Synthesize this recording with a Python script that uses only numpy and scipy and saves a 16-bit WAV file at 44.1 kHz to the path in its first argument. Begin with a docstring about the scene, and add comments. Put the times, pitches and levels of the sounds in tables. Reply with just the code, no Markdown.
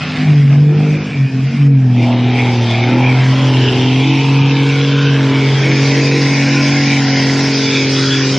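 """A six-cylinder diesel truck wades past through a muddy river, close to a microphone on the bank.
At first its pipe is under water: the exhaust booms at the firing rate and gulps, and the engine sounds
dull and broken, ducking under the loud boom. From about 2 s it is out of the deep: block tones, growl and
three rattling rings of metal come clearer, then the bow wave's hiss swells. The river rumbles throughout.
The boom and tones are cosines locked to one crank; the rest is mostly shaped noise."""
import sys
import numpy as np
from scipy import signal
from scipy.fft import rfft, irfft
from scipy.io import wavfile
from scipy.ndimage import uniform_filter1d, minimum_filter1d

SR = 44100
rng = np.random.default_rng(int(sys.argv[2]) if len(sys.argv) > 2 else 0)


def to_linear_factor(level_db):
    """Convert decibel levels (scalar or array-like) to linear amplitude factors."""
    exponent = np.asarray(level_db, float) / 20
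    return 10 ** exponent


def bounce(signal):
    """Save signal as a 16-bit WAV file at the path given by the first command-line argument."""
    frames = np.transpose(np.atleast_2d(signal))
    limited = np.clip(frames, -1, 1)
    pcm = np.round(limited * 32767).astype(np.int16)
    wavfile.write(sys.argv[1], SR, pcm)


N = 369558
FRAMES, HZ = N // 256 + 9, np.fft.rfftfreq(1024, 1 / SR)  # short-time frames, frequency of each bin


def evened(x):
    """Scales to rms 1."""
    return x / np.sqrt(np.mean(x ** 2) + 1e-20)


def curve(table, column, step=1):
    """One column of a table over time, every step samples; step 256 gives one value a frame."""
    rows = np.array(table)
    seconds = np.arange(N // step + 9 * (step > 1)) * step / SR
    return np.interp(seconds, rows[:, 0], rows[:, column])


def read(points):
    """A spectrum in dB at every bin, joined up along log frequency."""
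    hz, db = np.transpose(points)
    return np.interp(np.log(HZ + 1), np.log(hz + 1), db, left=-90, right=-90)


def wander(count, seconds):
    """Slow chance of rms 1: random knots this many seconds apart, one row for each of count things."""
    knots = rng.standard_normal((count, 400))
    at = np.arange(N) / SR / seconds
    rows = [np.interp(at, np.arange(400), k) for k in knots]
    return np.array(rows) * np.sqrt(3 / 2)  # makes up for what the straight joins smooth away


def patches(seconds, width_hz):
    """Drifting patches over frames and bins, rms 1."""
    p = rng.standard_normal((FRAMES, len(HZ)))
    for _ in range(2):
        p = uniform_filter1d(p, max(round(seconds * SR / 256), 1), 0)
        p = uniform_filter1d(p, max(round(width_hz / HZ[1]), 1), 1)
    return evened(p)


def noise(field_db, patchy_db, seconds, width_hz):
    """Noise of rms 1: random short-time spectra under a field of dB, broken into patches."""
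    real, imaginary = rng.standard_normal((2, FRAMES, len(HZ)))
    z = (real + 1j * imaginary) * to_linear_factor(field_db + patchy_db * patches(seconds, width_hz))
    return evened(signal.istft(z.T, nperseg=1024, noverlap=768)[1][:N])


def shaped(x, gain):
    """Filters x by a gain for every frame and bin."""
    z = signal.stft(x, nperseg=1024, noverlap=768)[2]
    return signal.istft(z * gain.T[:, :z.shape[-1]], nperseg=1024, noverlap=768)[1][..., :N]


def tones(orders, crank, dull_db, waver_db, slip, seconds):
    """Multiples of the crank speed, each wavering in level and (by slip radians) in phase; rms 1."""
    order, db = np.transpose(orders)
    level_db = db[:, None] - dull_db * order[:, None]
    level_db = level_db + waver_db * wander(count=len(order), seconds=seconds)
    phase = 2 * np.pi * rng.random((len(order), 1))
    phase = phase + slip * wander(count=len(order), seconds=seconds)
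    return evened((to_linear_factor(level_db) * np.cos(order[:, None] * crank + phase)).sum(0))


def now_and_then(shares, edges_hz):
    """Switches each band on for its share of the time, in blocks of four frames; frames x bins."""
    luck = uniform_filter1d(rng.standard_normal((FRAMES // 4 + 1, len(shares) + 1)), size=3, axis=0)
    luck = luck[:, 1:] + 1.2 * luck[:, :1]  # a common part: the bands tend to switch together
    on = [row < np.quantile(row, np.clip(share, 0, 1)) for row, share in zip(luck.T, shares)]
    on = np.array(on).T
    band = np.searchsorted(edges_hz, HZ) - 1
    inside = (band >= 0) & (band < len(shares))
    block_number = np.arange(FRAMES)[:, None] // 4
    return on[block_number, np.clip(band, 0, len(shares) - 1)] & inside


def firings(crank, uneven_db):
    """One click a firing, three firings a turn, sized by chance."""
    number = (3 * crank / (2 * np.pi)).astype(int)
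    size = to_linear_factor(uneven_db * rng.standard_normal(2000)[number])
    return size * (np.diff(number, prepend=0) > 0)


# Before 2 s all but exhaust and river share two level curves, ducking under the loud boom:
# start_s, block_and_growl_db, clatter_and_spray_db
DUCKED = [(0.0, -29.5, -34.5), (0.3, -27, -32), (0.464, -38.5, -37.5), (0.534, -27, -34.5),
          (0.66, -34, -41.5), (0.82, -27, -36.5), (1.052, -29, -35), (1.184, -32.5, -36.5),
          (1.238, -36.5, -39), (1.54, -33.5, -35.5), (1.672, -35, -40), (1.688, -39, -46.5),
          (1.9, -30.5, -41.5)]
# Each part above its shared curve [dB]: crank tones, growl, low, middle and high ring, spray
ABOVE_SHARED = [3.5, -5, -1, 3.5, -3.5, -6.5]
# From 2 s, each part by itself: start_s, crank_tones_db, growl_db, low_ring_db, middle_ring_db,
# high_ring_db, spray_db (block and growl both play 2 dB under what these tables give)
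PASSING = [(2.03, -18, -30.5, -59, -26.5, -32, -41), (2.1, -27, -25.5, -43.5, -31, -30, -42.5),
           (2.26, -22, -29.5, -36.5, -28.5, -30.5, -44), (2.4, -23.5, -25.5, -36, -25, -28, -36.5),
           (2.61, -25.5, -28, -34.5, -30.5, -30.5, -34.5), (2.7, -30, -27.5, -37.5, -25, -24.5, -36),
           (2.95, -17.5, -28, -30, -24.5, -31.5, -41), (3.2, -27, -25, -29.5, -25.5, -29.5, -34.5),
           (3.71, -21.5, -26.5, -32, -32.5, -23.5, -34), (4.12, -25, -29.5, -41, -23, -25.5, -34.5),
           (4.35, -25, -28.5, -29.5, -26, -27.5, -36), (5.09, -26, -30, -30, -31.5, -24, -33.5),
           (5.18, -26.5, -27, -27.5, -29, -27.5, -37.5), (5.9, -21, -28, -30.5, -22.5, -27, -26.5),
           (6.75, -24, -28.5, -26, -23, -27, -25.5), (7.48, -24, -29.5, -29, -22, -28.5, -24),
           (8.08, -23.5, -34, -25.5, -26, -27.5, -23.5), (8.38, -24, -28, -28.5, -30.5, -25, -26)]


def heard_db(part, step=1):
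    """Level of one part, numbered as in ABOVE_SHARED: on its shared curve before 2 s, then on its own."""
    group = 1 + (part > 1)
    ducked = [(row[0], row[group] + ABOVE_SHARED[part]) for row in DUCKED]
    clear = [(row[0], row[part + 1]) for row in PASSING]
    return curve(ducked + clear, column=1, step=step)


# Colour of the current's rumble: pitch_hz, level_db (relative)
RIVER = [(15, -65), (25, -32.5), (54, -25.5), (86, -11), (95, -10.5), (120, -30.5), (210, -120)]


def river():
    """The current rumbles faintly under everything: slow noise filtered to the deep bass."""
    slow = signal.resample_poly(rng.standard_normal(N // 8 + 1), 8, 1)[:N]
    hz, db = np.transpose(RIVER)
    colour = to_linear_factor(np.interp(np.fft.rfftfreq(N, 1 / SR), hz, db, left=-60, right=-90))
    return to_linear_factor(-44) * evened(irfft(rfft(slow) * colour, N))


# Colour of the hiss below its top fizz: pitch_hz, level_db (relative)
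SPRAY = [(2290, -23), (3900, 2), (4140, -2), (4860, 4.5), (5440, 3.5), (6100, -3), (7000, -9), (9100, -44),
         (15400, -120)]
# Bands of the top fizz: from_hz, level_db (relative, before the far-off lift),
# heard_share (of the time, 0-1), spread_share (of the time it spreads left-right, 0-1)
FIZZ = [ (6950, -14, .8, .7), (7600, -22, .42, .4), (8270, -19, .75, .22), (9000, -27, .3, .15),
        (9550, -90, 0, 0)]
# Edges of the lower bands that spread left-right: edge_hz
WIDE_HZ = [4250, 4800, 5500, 6200, 6950]


def spray(crank):
    """The bow wave hisses, its top fizz changing less with distance; the treble spreads left-right in patches."""
    edges_hz, db, _, spread = np.transpose(FIZZ)
    far_db = -.35 * (heard_db(part=5, step=256)[:, None] + 25)
    fizz_db = db[np.searchsorted(edges_hz, HZ) - 1] + far_db
    field_db = np.where(HZ < edges_hz[0], read(SPRAY), fizz_db)
    wide = now_and_then([.6, .76, .8, .8], WIDE_HZ) | now_and_then(spread[:-1], edges_hz)
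    middle = noise(field_db, patchy_db=2.5, seconds=.04, width_hz=400)
    middle = middle * (1 + 0.066 * np.cos(3 * crank))  # throbs faintly with the firings
    side = noise(field_db - 60 * ~wide, patchy_db=2.0, seconds=.04, width_hz=400)
    return to_linear_factor(heard_db(part=5)) * (middle + to_linear_factor(-4.0) * side * np.array([[1], [-1]]))


CLEARS_S = 0.25  # the engine starts as a blur and comes clear in this time
# How deep the engine is under water: start_s, drowned_share (0-1)
DROWNED = [(0, 1), (1.8, 1), (2.05, 0.17), (8.38, 0)]
# Resonances that wander in pitch: start_s, growl_peak_hz, high_ring_hz, middle_ring_hz,
# growl_peak_db (height over the growl's colour)
WANDERING_PEAKS = [(0, 707, 3070, 2244, 9.5), (.9, 710, 3070, 2380, 9), (1.9, 750, 3220, 2400, 7),
                   (2.55, 747, 3240, 2304, 4.5), (3.03, 836, 3190, 2400, 12.5), (3.3, 800, 3290, 2350, 1.5),
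                   (3.7, 866, 2920, 2245, 4), (4.3, 856, 3200, 2490, 5.5), (5.0, 945, 3080, 2370, 2.5),
                   (5.5, 797, 3240, 2215, 0.5), (6.6, 765, 2760, 2330, -0.5), (7.2, 750, 3060, 2090, 6.5),
                   (7.7, 770, 3380, 2330, 0.5), (8.38, 758, 2970, 2310, -1.5)]
# Rings of metal, widths before blur and water: (low_ring_hz, low_width_hz), middle_width_hz, high_width_hz
RINGS = [(1610, 340), 264, 494]


def clatter(crank):
    """Valve gear and injectors rattle three rings of metal, each swelling and fading by itself."""
    clicks = firings(crank - .9, uneven_db=1.8)
    rattle = signal.lfilter([1], [1, -np.exp(-1 / (.003 * SR))], clicks)  # each click dies away in 3 ms
    rattle = 1 + .26 * evened(rattle - rattle.mean())
    drowned = curve(DROWNED, column=1, step=256)[:, None]
    high_hz = curve(WANDERING_PEAKS, column=2, step=256)[:, None]
    middle_hz = curve(WANDERING_PEAKS, column=3, step=256)[:, None]
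    low_ring, middle_width, high_width = RINGS
    rings = low_ring, (middle_hz, middle_width * (1 - 0.1 * drowned)), (high_hz, high_width)
    seconds = np.arange(FRAMES)[:, None] * 256 / SR
    blur = 1 + 2.5 * np.maximum(1 - seconds / CLEARS_S, 0) ** .5  # wider rings at the start
    treble_loss_db = 3.7 * np.maximum(HZ / 1000 - 4.2, 0) ** 2
    out = np.zeros(N)
    for k, (hz, width) in enumerate(rings):
        ring_db = -22 * np.log10(1 + ((HZ - hz) / (width * blur)) ** 2 / 2) - treble_loss_db
        ring = noise(ring_db, patchy_db=3.0, seconds=.07, width_hz=140)
        out += to_linear_factor(heard_db(k + 2)) * evened(ring * rattle)
    return out


# Crank tones in the growl: crank_multiple, level_db (relative, before the body's colour)
UPPER = [(13, -3), (14, -2), (15, -6), (16, 0), (17, 0), (18, -5), (19, 0), (20, 1), (21, -5), (22, 1),
         (23, -2), (24, -3), (25, -5)]
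# Colour of the body: pitch_hz, level_db (relative, before the wandering peak)
GROWL = [(260, -33), (450, -9), (534, -9.5), (826, -13), (1030, -12), (1200, -16.5), (1400, -17),
         (1820, -46), (3080, -120)]


def growl(crank):
    """Higher crank tones and throbbing noise sound through the body; water hides the tones."""
    drowned = curve(DROWNED, column=1)
    peak_hz = curve(WANDERING_PEAKS, column=1, step=256)[:, None]
    peak_height_db = curve(WANDERING_PEAKS, column=4, step=256)[:, None]
    peak_db = peak_height_db * np.exp(-((HZ - peak_hz) / 130) ** 2)
    body = to_linear_factor(read(GROWL) + peak_db + 1.7 * patches(seconds=0.11, width_hz=90))
    rasp = rng.standard_normal(N) * (1 + 0.49 * np.cos(3 * crank - .7))
    lines = tones(UPPER, crank, dull_db=0, waver_db=3, slip=.7, seconds=.14)
    # from 3 s the tones sink into the rasp, in dB per s, as the engine moves off
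    fade_db = 0.17 * np.maximum(np.arange(N) / SR - 3, 0)
    lines_gain = to_linear_factor(3.5 - 14 * drowned - fade_db)
    both = evened(shaped(rasp, body)) + lines_gain * evened(shaped(lines, body))
    return to_linear_factor(heard_db(part=1) - 2.0) * both


# Uneven cylinders: crank_multiple, level_db (relative, before the water dulls it)
CRANK = [(1.5, -27), (2, -32), (2.5, -13.5), (3.5, -15.5), (4, -13.5), (4.5, -15.5), (5.5, -14.5),
         (6.5, -14.5), (7, -4), (7.5, -31), (8, -8), (8.5, -15), (9.5, -16.5), (11, -8.5), (12, -14),
         (13, -13.5)]
# Colour of the noise under the tones: pitch_hz, level_db (relative)
RUMBLE = [(70, -30.5), (100, -11), (140, 14.5), (260, 0), (450, -8), (600, -20.5), (800, -43)]


def block(crank):
    """Crank tones over a rumble, dulled and broken up by the water."""
    drowned = curve(DROWNED, column=1)
    low = tones(CRANK, crank, dull_db=1.1 * drowned, waver_db=4.0 + 2.5 * drowned,
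                slip=1.19 + 0.77 * drowned, seconds=.08)
    fourth = np.cos(4 * crank) * to_linear_factor(1.6 * wander(count=1, seconds=0.14)[0])
    low = low + 1.38 * drowned * fourth  # the water lifts the fourth
    low = low * np.minimum(np.arange(N) / SR / CLEARS_S, 1) ** 2  # the tones fade in over the rumble
    rumble = noise(read(RUMBLE), patchy_db=1.5, seconds=.08, width_hz=180)
    low = low + to_linear_factor(-7.0 + 10.0 * drowned) * rumble
    return to_linear_factor(heard_db(part=0) - 2.0) * low


# Growl or clatter flares or darkens in one band for a moment:
# middle_s, half_length_s, pitch_hz, level_db, slide_hz_per_s
FLARES = [(2.4, 0.11, 2190, 7.5, 0), (2.75, 0.051, 2270, 7.5, 0), (3.08, 0.049, 2370, 10.5, -1),
          (3.7, 0.2, 3000, 7, 299), (4.1, 0.12, 2310, 4.5, 502), (4.65, 0.73, 652, -11, 180),
          (4.9, 0.16, 880, -9, 1), (2.1, 0.072, 760, 3, 2), (3.1, 0.14, 830, 0.5, 100),
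          (8.1, .3, 674, -6.5, 3), (7.9, 0.41, 2900, -1, -3), (3.6, .35, 338, 7.5, 1),
          (4.5, 0.46, 1820, -8, 299.5), (4.75, 0.14, 2250, 8, 2), (5.0, 0.12, 1530, 8, 0),
          (6.2, 0.44, 3100, -7, 400.5), (6.45, .2, 2280, 4, 905), (6.9, .9, 1220, -11, -50.5),
          (7.72, 0.089, 2300, 5, 0), (7.75, 0.1, 3460, 9, 0), (8.1, 0.076, 3350, 10, -2)]


def flares():
    """Gain over frames and bins: rounded bumps in time and pitch, each 0.082 of its pitch in half width."""
    t = np.arange(FRAMES)[:, None] * 256 / SR
    total_db = 0
    for s, half, hz, db, slide in FLARES:
        off_pitch = (HZ - hz - slide * (t - s)) / (0.082 * hz)
        total_db = total_db + db * np.exp(-((t - s) / half) ** 2 - off_pitch ** 2)
    return to_linear_factor(total_db)


# Exhaust note before dips and unevenness: start_s, boom_db, octave_db
EXHAUST = [(0, -29.5, -42.5), (.22, -19.5, -44), (.29, -6.5, -26), (.69, -7, -26.5), (.9, -12.5, -26),
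           (1.24, -9, -27), (1.39, -16, -17.5), (1.64, -6, -21), (2.0, -11, -16.5), (2.07, -14, -14),
           (2.8, -13.5, -22.5), (2.94, -15, -14), (3.3, -2.5, -20), (3.54, -7, -18.5), (3.88, -12, -13.5),
           (4.22, -13, -20), (4.38, -9.5, -18), (4.79, -14, -18.5), (5.18, -11, -18.5), (5.55, -9.5, -19),
           (5.71, -13, -18.5), (7.31, -16.5, -18.5), (8.38, -17, -20.5)]
# Brief dips (or lifts) of the note: middle_s, half_length_s, boom_db, octave_db
DIPS = [(.74, 0.028, -5.5, -17), (1.078, 0.12, -25, -8), (1.298, 0.042, -17, -2.5),
        (1.463, 0.065, 2.5, -18), (1.536, 0.081, -10, -11), (3.206, 0.077, 0, -10), (3.365, 0.29, -8, 1),
        (3.733, 0.17, -6.5, -4.5), (5.332, 0.22, -4, 3), (5.578, 0.13, -2.5, -17),
        (7.665, 0.31, -4.5, -0.5)]
# Crank tones that stand out, before the water breaks them up: start_s, fifth_db, ninth_db, tenth_db
SINGING = [(0, -35.5, -68, -57), (.33, -22.5, -37, -57), (.55, -28, -38, -32), (.95, -24.5, -30.5, -47),
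           (1.3, -33.5, -46, -46), (1.68, -28.5, -52.5, -35.5), (2.0, -30, -36, -43.5),
           (2.4, -38, -29.5, -30), (2.9, -30, -23.5, -49), (3.36, -28, -38, -33.5), (3.76, -53, -22.5, -27),
           (4.04, -29, -33, -33.5), (4.81, -33, -31, -25.5), (5.62, -27, -26.5, -29.5),
           (6.16, -30.5, -27, -22.5), (6.49, -23, -45, -36.5), (7.68, -28.5, -28, -25),
           (8.38, -47.5, -28, -36.5)]


def exhaust(crank):
    """Three firings a turn: a round boom and its octave, each firing a little unlike the last."""
    s, half, *depth_db = np.transpose(DIPS)
    triangles = np.maximum(1 - abs(np.arange(N) / SR - s[:, None]) / half[:, None], 0)
    boom_dip, octave_dip = depth_db @ triangles
    uneven_db = np.array([[.9], [1.2], [1.5], [2.5], [2.5]])  # boom, octave, fifth, ninth, tenth
    uneven = to_linear_factor(uneven_db * wander(count=5, seconds=.016))
    out = to_linear_factor(curve(EXHAUST, column=1) + boom_dip) * np.cos(3 * crank) * uneven[0]
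    out += to_linear_factor(curve(EXHAUST, column=2) + octave_dip) * np.cos(6 * crank + 0.89) * uneven[1]
    broken_db = 4.5 * curve(DROWNED, column=1) * wander(count=3, seconds=.05)  # water breaks them up
    for k, order in enumerate((5, 9, 10)):
        level = to_linear_factor(curve(SINGING, column=k + 1) + broken_db[k])
        out += level * np.cos(order * crank + k) * uneven[k + 2]
    return np.sqrt(2) * out  # makes the table levels rms


# Engine speed: start_s, firings_per_s
SPEED = [(0, 153), (.25, 152.5), (.48, 139), (.62, 146.3), (.8, 150.5), (1.08, 152.5), (1.2, 136),
         (1.37, 130.8), (1.6, 142.8), (1.72, 138.5), (1.9, 124), (2.0, 120.6), (2.4, 124.2), (2.72, 116),
         (3.02, 127.3), (3.42, 132.8), (3.72, 125.8), (3.9, 128.9), (4.12, 136.7), (5.04, 140),
         (5.3, 135.3), (6.2, 139.3), (6.42, 138.2), (6.75, 141.2), (7.2, 135.2), (7.42, 138), (7.8, 135),
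         (8.38, 134.8)]


def scene():
    """All parts of the engine turn with one crank, three firings a turn; spray and river join them."""
    crank = 2 * np.pi * np.cumsum(curve(SPEED, column=1)) / SR / 3
    engine = shaped(block(crank) + growl(crank) + clatter(crank), flares())
    return exhaust(crank) + engine + spray(crank) + river()


def roll_off(x):
    """The treble ends steeply here."""
    return signal.sosfilt(signal.butter(12, 9550, fs=SR, output="sos"), x)


def record(dry):
    """A small microphone loses the deep bass; a limiter holds the loudest cycles down; the top treble flickers."""
    thin = signal.lfilter(*signal.butter(2, 48, "high", fs=SR), dry)
    room = minimum_filter1d(.9 / np.maximum(abs(thin).max(0), .9), 301)  # gain that keeps peaks to 0.9
    limited = thin * uniform_filter1d(room, 301)
    edges_hz, _, heard, _ = np.transpose(FIZZ)
    flicker = now_and_then(heard[:-1], edges_hz) | (HZ < edges_hz[0])
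    mix = shaped(limited, flicker)
    return roll_off(mix)


dry = scene()
out = record(dry)
bounce(out)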